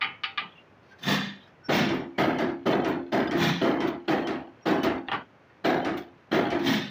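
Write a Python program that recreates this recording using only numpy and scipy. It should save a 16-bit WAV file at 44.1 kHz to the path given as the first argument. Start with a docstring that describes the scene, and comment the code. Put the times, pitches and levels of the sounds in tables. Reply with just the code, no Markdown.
"""Over a faint street wash, a bundle of wires is tapped on a workshop bench, jolting a steel frame.
Thin squeaks and rustles follow; the frame is shoved along with a rasp, and loose wires tick.
Then a pedal spot welder joins wires: its arm clacks down, rattles, and springs back about a fifth of
a second later. The frame is shoved again as the first weld lands, between welds and after the last,
and once set down with a knock. Blows and shoves mix fading noise with sine tones; squeaks are sines."""
import sys
import numpy as np
from scipy import signal
from scipy.fft import rfft, irfft, next_fast_len
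from scipy.io import wavfile
from scipy.ndimage import uniform_filter1d, minimum_filter1d, map_coordinates

SR = 44100
rng = np.random.default_rng(int(sys.argv[2]) if len(sys.argv) > 2 else 0)


def pcm_store(signal):
    """Save signal as 16-bit PCM."""
    levels = np.round(np.clip(np.atleast_2d(signal), -1, 1) * 32767)
    wavfile.write(sys.argv[1], SR, levels.astype(np.int16).T)


N = 304290  # length of the scene in samples
T = np.arange(SR) / SR  # the second that follows a blow, in s

# In all tables, t60_s is the time to fade by 60 dB; levels are relative to the other parts of a sound.
# wire bundle tapped on end: start_s, level_db, bright_db (per octave), snap_db, first_wire_db,
# jolt_db (of the frame)
TAPS = [(.014, -26.5, -0.3, -3.5, -36.5, -45), (0.24, -34.5, 3.5, 8, -36.5, -71),
        (.380, -33, -0.5, 9.5, -36, -45.5)]
# ringing pitches of the wire bundle: pitch_hz, level_db, t60_s
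BUNDLE_MODES = [(785, -12.5, 0.33), (895, -12, 0.29), (1209, -4.5, 0.3), (1282, -9, 0.34),
                (1435, -10, 0.27), (1905, -16, 0.46), (2020, -4.5, 0.21), (2420, -9, 0.3),
                (2570, -12, 0.33), (2860, -11.5, 0.25), (2982, -7.5, .3), (3240, -10.5, 0.19),
                (3240, -12, 0.32), (3920, -15.5, 0.21), (4500, -23.5, 0.22)]
# fading of the taps, knocks and ticks: pitch_hz, t60_s
TAP_FADE = [(200, 0.43), (1200, 0.24), (3000, 0.22), (8000, 0.11)]
# one pedal stroke a row: down_s, up_s, press_db, release_db, click_db (of the electrode),
# extra_bright_db (per octave), ring_db, sway_db (of the arm)
WELDS = [(1.690, 1.89, -15.5, -22.5, -34, -1, -1, -30.5), (2.184, 2.385, -14, -21, -12, .1, -0.5, -29.5),
         (2.661, 2.845, -14.5, -21, -26, -0.37, -1, -27.5), (3.124, 3.31, -17, -22.5, -25, 0, 1, -26),
         (3.615, 3.804, -15.5, -21.5, -7.5, -0.16, 1, -35), (4.082, 4.271, -18, -25, -7, 0.38, -0.5, -43.5),
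         (4.66, 4.832, -16, -19, -12.5, 0.24, -0.5, -35.5),
         (5.646, 5.847, -15.5, -22, -10.5, 0.26, -1, -35), (6.318, 6.503, -14, -21, -5.5, 0, -1.5, -23)]
# ringing pitches of the welder arm: pitch_hz, level_db, t60_s
ARM_MODES = [(75.3, -26.5, 1.4), (148.2, -12.5, 0.47), (173.4, -14.5, 0.62), (201.6, -9.5, 0.38),
             (255.4, -11, 1.06), (315.5, -1.5, 0.29), (339.7, -2.5, 0.75), (375.2, -9.5, 0.48),
             (392, -3.5, 0.39), (455, -13, 0.33), (507, -12.5, 0.47), (542.5, -15.5, 0.32), (643, -12, 0.4),
             (670, -7, 0.39), (700, -15, 0.93), (817, -18, 1.3), (896, -21, 1.1), (1254, -13, 0.36),
             (1890, -29.5, 0.4), (3110, -20, 0.29), (3200, -41.5, .9), (4460, -39, 1)]
# short ringing pitches of the electrode tip: pitch_hz, level_db, t60_s
ELECTRODE_MODES = [(1493, -4, 0.16), (1890, -7.5, 0.046), (2850, -2.5, .04), (3330, 0.5, 0.033),
                   (4220, -6.5, 0.055)]
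# tone colour of a press: pitch_hz, level_db (per Hz)
PRESS_COLOUR = [(30, -62), (80, -16), (140, -2.5), (320, 8), (450, -2), (580, -1.5), (700, 0.5),
                (1050, -9.5), (2000, -11), (2600, -19.5), (3400, -21), (5600, -33.5), (8500, -52.5),
                (13000, -52), (15000, -40.5)]
# fading of the welder's dense ringing, steel and room together: pitch_hz, t60_s
STEEL_FADE = [(100, 1), (350, 0.78), (1000, 0.72), (2500, 0.47), (5000, 0.3), (14000, 0.31)]


def amp(db):
    """Turn decibels into a plain multiplier."""
    return 10 ** (np.asarray(db) / 20)


def unit(x):
    """Scale a signal to an average strength (rms) of 1."""
    return x / np.sqrt(np.mean(x ** 2) + 1e-20)


def along(points, hz):
    """Read a curve of (pitch, value) points, spaced by pitch ratio."""
    point_hz, value = np.transpose(points)
    return np.interp(np.log(hz + 1), np.log(point_hz + 1), value)


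def add(track, s, sound):
    """Mix a sound in at time s, in seconds."""
    start = max(round(s * SR), 0)
    track[start:start + len(sound)] += sound[:max(N - start, 0)]


def wobble(rate):
    """A smooth random curve with rate random points a second."""
    coarse_t = T[::20]
    knots = map_coordinates(rng.standard_normal(1024), [coarse_t * rate], mode="wrap")
    return np.interp(T, coarse_t, knots)


def damped(stop):
    """A steep fade that ends the ringing at around stop seconds."""
    return 1 / (1 + (T / stop) ** 10)


def bell(width):
    """A smooth swell and fade that peaks after four widths (in seconds)."""
    return np.exp(-.5 * (T / width - 4) ** 2)


def tilt(hz, bright_db):
    """Harder contact lifts the treble against the bass, by bright_db an octave."""
    return amp(bright_db * np.log2(np.clip(hz, 200, 8000) / 800))


def noise(colour, size, bright_db=0, ripple_db=0, spacing=55):
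    """Coloured noise of rms 1; ripple_db adds random resonances, spacing Hz apart."""
    hz = np.fft.rfftfreq(size, 1 / SR)
    knots = rng.standard_normal(2048)
    ripple = np.clip(map_coordinates(knots, [hz / spacing], mode="wrap", order=1), -2, 2)
    ripple = ripple * hz / (hz + 350)  # less ripple in the bass
    gain = amp(along(colour, hz) + ripple_db * ripple) * tilt(hz, bright_db)
    return unit(irfft(rfft(rng.standard_normal(size)) * gain, size))


def dense_ring(colour, fade, bright_db, hold, ripple_db=1.0, patchy_db=2.0, uneven=0.32):
    """Countless close pitches, fed in clumps for hold seconds, then dying unevenly so a few linger."""
    hz, t, z = signal.stft(noise(colour, SR, bright_db, ripple_db), SR, nperseg=512)
    loose = (hz / (hz + 500))[:, None]  # high pitches vary most
    luck = np.clip(rng.standard_normal((len(hz), 1)), -2, 2)
    life = along(fade, hz)[:, None] * np.exp(uneven * loose * luck)
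    patches = uniform_filter1d(rng.standard_normal(z.shape), size=5, axis=0)
    patches = uniform_filter1d(patches, size=2, axis=1)
    clumps = unit(amp(patchy_db * loose * unit(patches)))
    dying = amp(-60 * np.maximum(t - hold, 0) / life)
    return signal.istft(z * clumps * dying, SR, nperseg=512)[1][:SR]


def clear_ring(modes, hold, scatter_db=2, detune=0.00392):
    """Strong single tones, at new strengths for each blow; loose joints unsettle the high ones most."""
    out = np.zeros(SR)
    for hz, db, t60 in modes:
        loose = np.sqrt(hz / 500)
        pitch = hz * (1 + detune * loose * rng.standard_normal())
        phase = 2 * np.pi * (pitch * T + rng.random()) + 0.23 * (1 + loose) * wobble(30.6)
        build = 1 - np.exp(-T * hz / 4)  # low modes need longer to swing up
        fading_db = -60 * np.maximum(T - hold, 0) / t60
        out += amp(db + scatter_db * rng.standard_normal() + fading_db) * build * np.sin(phase)
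    return out


def click(modes, colour, bright_db, detune=0.012, crack_db=-3, crack_t60=0.0034):
    """The first instant of contact: a few short tones and a crack of noise."""
    ring = np.zeros(SR)
    for hz, db, t60 in modes:
        pitch = hz * (1 + detune * rng.standard_normal())
        # each tone starts at a random phase, anywhere in the cycle
        ring += amp(db - 60 * T / t60) * np.sin(2 * np.pi * (pitch * T + rng.random()))
    crack = amp(crack_db - 60 * T / crack_t60) * noise(colour, SR, bright_db + 4.0)
    contact = np.sin(np.pi / 2 * np.minimum(T / .0008, 1)) ** 2  # fade in over 0.8 ms
    return contact * (ring + crack)


def blows(events, contact, modes, colour, fade, hold, lead, rise, stop, dense_db, ring_db, click_db,
          rattle_db, ripple_db=3.0, scatter_db=2.5, **touch):
    """Parts touch lead seconds before each click, then chatter and feed the dense and clear ringing."""
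    track = np.zeros(N)
    swell = (1 - np.exp(-T / rise)) ** 2 * damped(stop)
    for s, db, bright_db, own_ring_db, own_click_db in events:
        rattle = amp(dense_db + rattle_db * wobble(179.8))
        dense = rattle * dense_ring(colour, fade, bright_db, hold, ripple_db)
        clear = amp(ring_db + own_ring_db) * clear_ring(modes, hold, scatter_db)
        add(track, s - lead, amp(db) * swell * (dense + clear))
        first_touch = click(contact, colour, bright_db, **touch)
        add(track, s, amp(db + click_db + own_click_db) * first_touch)
    return track


def street():
    """A faint, slowly swaying wash of noise through the open door."""
    # tone colour: pitch_hz, level_db (per Hz)
    street_colour = [(25, -29), (50, -17.5), (100, 1.5), (200, -1.5), (400, -2.5), (800, -6.5),
                     (1600, -10.5), (2500, -15.5), (4000, -27.5), (6300, -34), (8000, -47), (15000, -50)]
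    level_db = -56.5
    sway_db = .6 * map_coordinates(rng.standard_normal(64), [np.arange(N) / SR * 5], mode="wrap")
    return amp(level_db + sway_db) * noise(street_colour, N)


def taps():
    """Wire ends strike the bench almost together, longest first: a snap, then ringing of varied balance."""
    # short ringing pitches of the wire ends on the bench: pitch_hz, level_db, t60_s
    end_modes = [(1207, 1, 0.094), (1680, 2, 0.05), (2230, 2, 0.04), (2380, 2, 0.059), (2904, 2, 0.05),
                 (3260, -3.5, 0.042), (3600, -0.5, 0.03), (4380, -10.5, 0.041), (4840, -20, 0.033)]
    # tone colour: pitch_hz, level_db (per Hz)
    tap_colour = [(60, -23), (250, -4), (550, -22), (850, 2), (1200, 0.5), (2400, 10), (3400, 2),
                  (4700, -7), (6000, -31.5), (8000, -59), (15000, -58)]
    first_wire_lead_s, ring_db = .0048, 0.5
    events = []
    for s, db, bright_db, snap_db, first_wire_db, _ in TAPS:
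        events.append((s - first_wire_lead_s, first_wire_db, bright_db, ring_db, snap_db))
        events.append((s, db, bright_db, ring_db, snap_db))
    return blows(events, end_modes, BUNDLE_MODES, tap_colour, TAP_FADE, hold=.012, lead=0, rise=0.0018,
                 stop=.35, dense_db=-0.5, ring_db=-2, click_db=-3.0, rattle_db=1, ripple_db=5,
                 scatter_db=2.5, detune=0.012, crack_db=1, crack_t60=.034)


def knocks():
    """Each tap jolts the frame, which is later set down; hard contacts click and ring its wires."""
    # frame set down on the bench, rocking: start_s, level_db, bright_db (per octave), hard_db
    set_downs = [(5.085, -39.5, -3.5, 10), (5.116, -32, 0.5, 5), (5.131, -27.5, -1, -6)]
    # short ringing pitches of a knocked frame bar: pitch_hz, level_db, t60_s
    bar_modes = [(798, 1, 0.12), (1190, -4, 0.12), (1810, 3.5, 0.046), (2830, 0.5, 0.046),
                 (3340, 6.5, 0.013)]
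    # tone colour: pitch_hz, level_db (per Hz)
    knock_colour = [(25, -53), (100, -12), (300, -5.5), (550, -10), (1000, 0.5), (2000, -7.5),
                    (3300, -19.5), (4800, -27.5), (6000, -41), (8000, -53), (12000, -51.5), (15000, -73)]
    jolt_delay_s, jolt_bright_db, jolt_hard_db = .036, -4.5, 5  # each tap gives a dull knock
    ring_db = -3.5
    contacts = [(s + jolt_delay_s, db, jolt_bright_db, jolt_hard_db) for s, *_, db in TAPS]
    contacts += list(set_downs)
    events = [(s, db, bright_db, ring_db + hard_db, hard_db) for s, db, bright_db, hard_db in contacts]
    return blows(events, bar_modes, BUNDLE_MODES, knock_colour, TAP_FADE, hold=0.0099, lead=0, rise=0.001,
                 stop=0.11, dense_db=1.0, ring_db=-7.5, click_db=-2.5, rattle_db=0.0, detune=0.017,
                 crack_db=2.5, crack_t60=0.014)


def squeaks(detune=0.017, scatter_db=3, catch_db=4):
    """Steel slides on steel for a moment: a sine swells and fades, rougher in longer slides."""
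    # whines of steel as the work is handled: centre_s, pitch_hz, level_db, width_s
    whines = [(.545, 3360, -64, 0.041), (.59, 2780, -57, 0.023), (.935, 1555, -53, 0.017),
              (1.435, 3160, -62, 0.04), (1.44, 3790, -61, 0.024), (1.66, 1485, -52.5, 0.021),
              (1.662, 5460, -46, 0.0097), (2.165, 2280, -57, 0.013), (4.45, 2980, -67, 0.042),
              (4.635, 5600, -61, .008), (5.22, 3160, -65, 0.03)]
    slides = list(whines)
    slip_hz, slip_db, slip_lead_s, slip_width_s = 3070, -48, 0.0126, 0.01
    for _, up, *_ in WELDS:  # the arm slips just before each release
        hz = slip_hz * (1 + detune * rng.standard_normal())
        slides.append((up - slip_lead_s, hz, slip_db + scatter_db * rng.standard_normal(), slip_width_s))
    track = np.zeros(N)
    for s, hz, db, width in slides:
        rough = np.clip(width / .02 - .3, 0, 1.3)  # a long slide catches and breaks up
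        phase = 2 * np.pi * hz * T + rough * (.6 * wobble(600) + 2 * wobble(110))
        catching = unit(amp(catch_db * rough * wobble(130)))
        # 3 dB makes up for a sine's rms being below its peak
        add(track, s - 4 * width, amp(db + 3) * bell(width) * catching * np.sin(phase))
    return track


def rustles(catch_db=3):
    """Loose wires rub and catch faintly in the hand as they are picked up and laid in: uneven noise."""
    # wires brushing over one another: centre_s, level_db, bright_db (per octave), width_s
    rubs = [(0.574, -69, 1, 0.053), (0.903, -64, 0.5, 0.043), (1.008, -57, 3.5, 0.02),
            (1.45, -61, 1, 0.042), (5.302, -75, -5, .04), (5.527, -62, -8, 0.041), (6.175, -67, -8, 0.032)]
    # tone colour: pitch_hz, level_db (per Hz)
    rustle_colour = [(300, -28), (1500, 11), (3000, 3.5), (5800, -8), (8000, -29), (15000, -26)]
    track = np.zeros(N)
    for s, db, bright_db, width in rubs:
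        brushing = noise(rustle_colour, SR, bright_db, ripple_db=6, spacing=120)
        rub = unit(amp(catch_db * wobble(92)) * brushing)
        add(track, s - 4 * width, amp(db) * bell(width) * rub)
    return track


def shoves(slide=0.054, start_db=-30, rasp_db=0.5, stop=0.35):
    """The frame gathers speed, judders over the bench and rings out."""
    # pushes: start_s, level_db, bright_db (per octave), gather_s (time to gather speed),
    # ring_db (of the frame), boom_hz, boom_db
    pushes = [(1.008, -25.5, 1, 0.078, 3, 198.5, -2), (1.683, -22, 0.5, 0.037, 1, 200.5, -5),
              (3.325, -24.5, 0, 0.095, 3, 175.1, -2.5), (6.596, -24.5, 0.5, 0.081, 0.5, 205.2, -7.5)]
    # ringing pitches of the frame on the bench: pitch_hz, level_db, t60_s
    frame_modes = [(149.2, -13.5, 0.51), (172.3, -16.5, 0.56), (254.6, -16.5, 0.95), (690, -18, 0.1),
                   (1710, -19, 0.61), (1773, -16.5, 0.82), (1830, -21, 0.61), (1904, -17.5, 0.51),
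                   (2880, -28, 0.44), (3160, -29.5, 1), (3580, -28, .5), (3630, -34, 0.53),
                   (3830, -28.5, 0.9), (5360, -32, 0.32)]
    # tone colour: pitch_hz, level_db (per Hz)
    shove_colour = [(30, -23), (80, -16), (130, 1), (220, 6), (450, -9.5), (900, -6.5), (1450, -12),
                    (1790, -9), (2150, -12), (2700, -14), (3500, -11), (4200, -19), (6000, -24),
                    (8500, -44), (13000, -41.5), (15000, -28)]
    # fading of the rasp: pitch_hz, t60_s
    shove_fade = [(150, 0.56), (1000, 0.47), (3500, 0.66), (7000, 0.37), (14000, 0.23)]
    boom_t60_s = 1  # the bench booms at a pitch that depends on where the frame lies
    track = np.zeros(N)
    for s, db, bright_db, gather, ring_db, boom_hz, boom_db in pushes:
        gathering = amp(start_db * np.maximum(1 - T / gather, 0))
        speed = gathering * (1 - np.exp(-T / 0.0042)) * damped(stop)
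        hold = gather + slide
        judder = amp(rasp_db * wobble(221.5) + 1.5)
        rasp = judder * dense_ring(shove_colour, shove_fade, bright_db, hold, ripple_db=3.5)
        boom = clear_ring([(boom_hz, boom_db, boom_t60_s)], hold, scatter_db=0)
        ring = amp(ring_db) * clear_ring(frame_modes, hold + 0.011)
        add(track, s, amp(db) * speed * (rasp + boom + ring))
    return track


def ticks():
    """Thin contacts among loose wires; a wire held for a weld rings less than a free one."""
    # wire contacts, mostly as the electrode lets go: start_s, level_db, bright_db (per octave)
    contacts = [(1.028, -47, -1), (1.242, -55, -8), (1.938, -55, 11), (2.397, -53, 14), (2.877, -49, 14),
                (3.374, -46, 15), (3.869, -44.5, -3), (4.829, -39.5, -2), (5.968, -46, 1.5),
                (6.585, -48, -6.5)]
    # ringing pitches of a single wire: pitch_hz, level_db, t60_s
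    wire_modes = [(3120, 3, .25), (3530, 4.5, 0.2), (3600, 10, .25), (5660, -13, .25), (6450, -3, 0.22),
                  (7300, -15, .2)]
    # tone colour: pitch_hz, level_db (per Hz)
    tick_colour = [(200, -29), (1500, 11.5), (3500, 13), (6300, 1), (8500, -12), (13000, -5), (15000, 8)]
    free_ring_db, held_ring_db, own_click_db = 8, -8, -13
    held_s = .2  # the wires stay held this long after the arm lifts
    events = []
    for s, db, bright_db in contacts:
        held = any(down < s < up + held_s for down, up, *_ in WELDS)
        events.append((s, db, bright_db, held_ring_db if held else free_ring_db, own_click_db))
    return blows(events, wire_modes, wire_modes, tick_colour, TAP_FADE, hold=0.0036, lead=0, rise=0.0029,
                 stop=0.14, dense_db=7.0, ring_db=-9.5, click_db=-24.0, rattle_db=-2.5)


def presses():
    """The arm lands on the wires and its linkage chatters."""
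    usual_bright_db = 1.2  # per octave
    events = []
    for down, _, db, _, click_db, bright_db, ring_db, _ in WELDS:
        # minus db: the click has its own level, apart from the press
        events.append((down, db, usual_bright_db + bright_db, ring_db, click_db - db))
    return blows(events, ELECTRODE_MODES, ARM_MODES, PRESS_COLOUR, STEEL_FADE, hold=0.04, lead=.007,
                 rise=.008, stop=0.45, dense_db=-4.5, ring_db=-6.0, click_db=-21, rattle_db=1.0,
                 detune=0.035, crack_db=-14, crack_t60=0.0097)


def clatter():
    """After each press the loose linkage rebounds at random, ever more weakly, with small hard clicks."""
    rebounds_per_s, t60_s, level_db = 60, 0.92, -13
    track = np.zeros(N)
    for down, _, db, *_ in WELDS:
        hits = rng.random(SR) < rebounds_per_s / SR
        rebounds = hits * amp(5.9 * rng.standard_normal(SR) - 60 * T / t60_s)
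        tick = click(ELECTRODE_MODES, PRESS_COLOUR, -3, detune=0.065, crack_db=8.5, crack_t60=0.014)
        tick = tick / np.abs(tick).max()
        add(track, down, amp(db + level_db) * signal.fftconvolve(rebounds, tick)[:SR])
    return track


def releases():
    """The arm lifts with a tick and swings against its stop."""
    # short ringing pitches of the return stop: pitch_hz, level_db, t60_s
    stop_modes = [(2650, -14, 0.045), (3170, -7.5, 0.1), (4530, -24, 0.027), (5600, -13, 0.047),
                  (6100, -22, 0.05)]
    # tone colour: pitch_hz, level_db (per Hz)
    release_colour = [(30, -28), (80, -0.5), (140, -4.5), (300, 14), (480, -4), (720, -1.5), (1100, -7),
                      (2000, -7.5), (2600, -17), (3400, -21), (5600, -32.5), (8500, -54), (13000, -56),
                      (15000, -61)]
    usual_bright_db = 1.62  # per octave
    spring_click_db = -17.5  # the return spring always ticks equally hard
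    events = []
    for _, up, _, db, _, bright_db, ring_db, _ in WELDS:
        events.append((up, db, usual_bright_db + bright_db, ring_db, spring_click_db - db))
    return blows(events, stop_modes, ARM_MODES, release_colour, STEEL_FADE, hold=0.02, lead=0.004,
                 rise=0.013, stop=0.18, dense_db=-3.5, ring_db=-4.0, click_db=-12.5, rattle_db=0.5,
                 detune=0.036, crack_db=-4.5, crack_t60=0.19)


def sway():
    """Once free of the work, the arm hums on low for about a quarter second."""
    # low ringing pitches of the lifted arm: pitch_hz, level_db, t60_s
    sway_modes = [(271.6, -3.5, 1.57), (345.2, 4, 0.9)]
    rise_s, stop_s = 0.086, .28
    swell = (1 - np.exp(-T / rise_s)) * damped(stop_s)
    track = np.zeros(N)
    for _, up, *_, db in WELDS:
        add(track, up, amp(db) * swell * clear_ring(sway_modes, hold=0))
    return track


def scene():
    """All layers added together, as one channel."""
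    handling = street() + taps() + knocks() + squeaks() + rustles() + shoves() + ticks()
    welder = presses() + clatter() + releases() + sway()
    return (handling + welder)[None]


def record(dry, ceiling_db=-13.0, bass_hz=42, top_hz=15450):
    """A limiter eases the loudest peaks; deep bass and all above top_hz are cut."""
    needed = np.minimum(1, amp(ceiling_db) / (np.abs(dry) + 1e-9))
    gain = uniform_filter1d(minimum_filter1d(needed, size=881), size=661)  # 20 ms hold, 15 ms smoothing
    size = next_fast_len(N + SR // 2)
    hz = np.fft.rfftfreq(size, 1 / SR)
    bass_cut = hz ** 2 / np.sqrt(hz ** 4 + bass_hz ** 4)
    treble_cut = 1 / (1 + (hz / top_hz) ** 200)
    return irfft(rfft(dry * gain, size) * bass_cut * treble_cut, size)[..., :N]


dry = scene()
out = record(dry)
pcm_store(out)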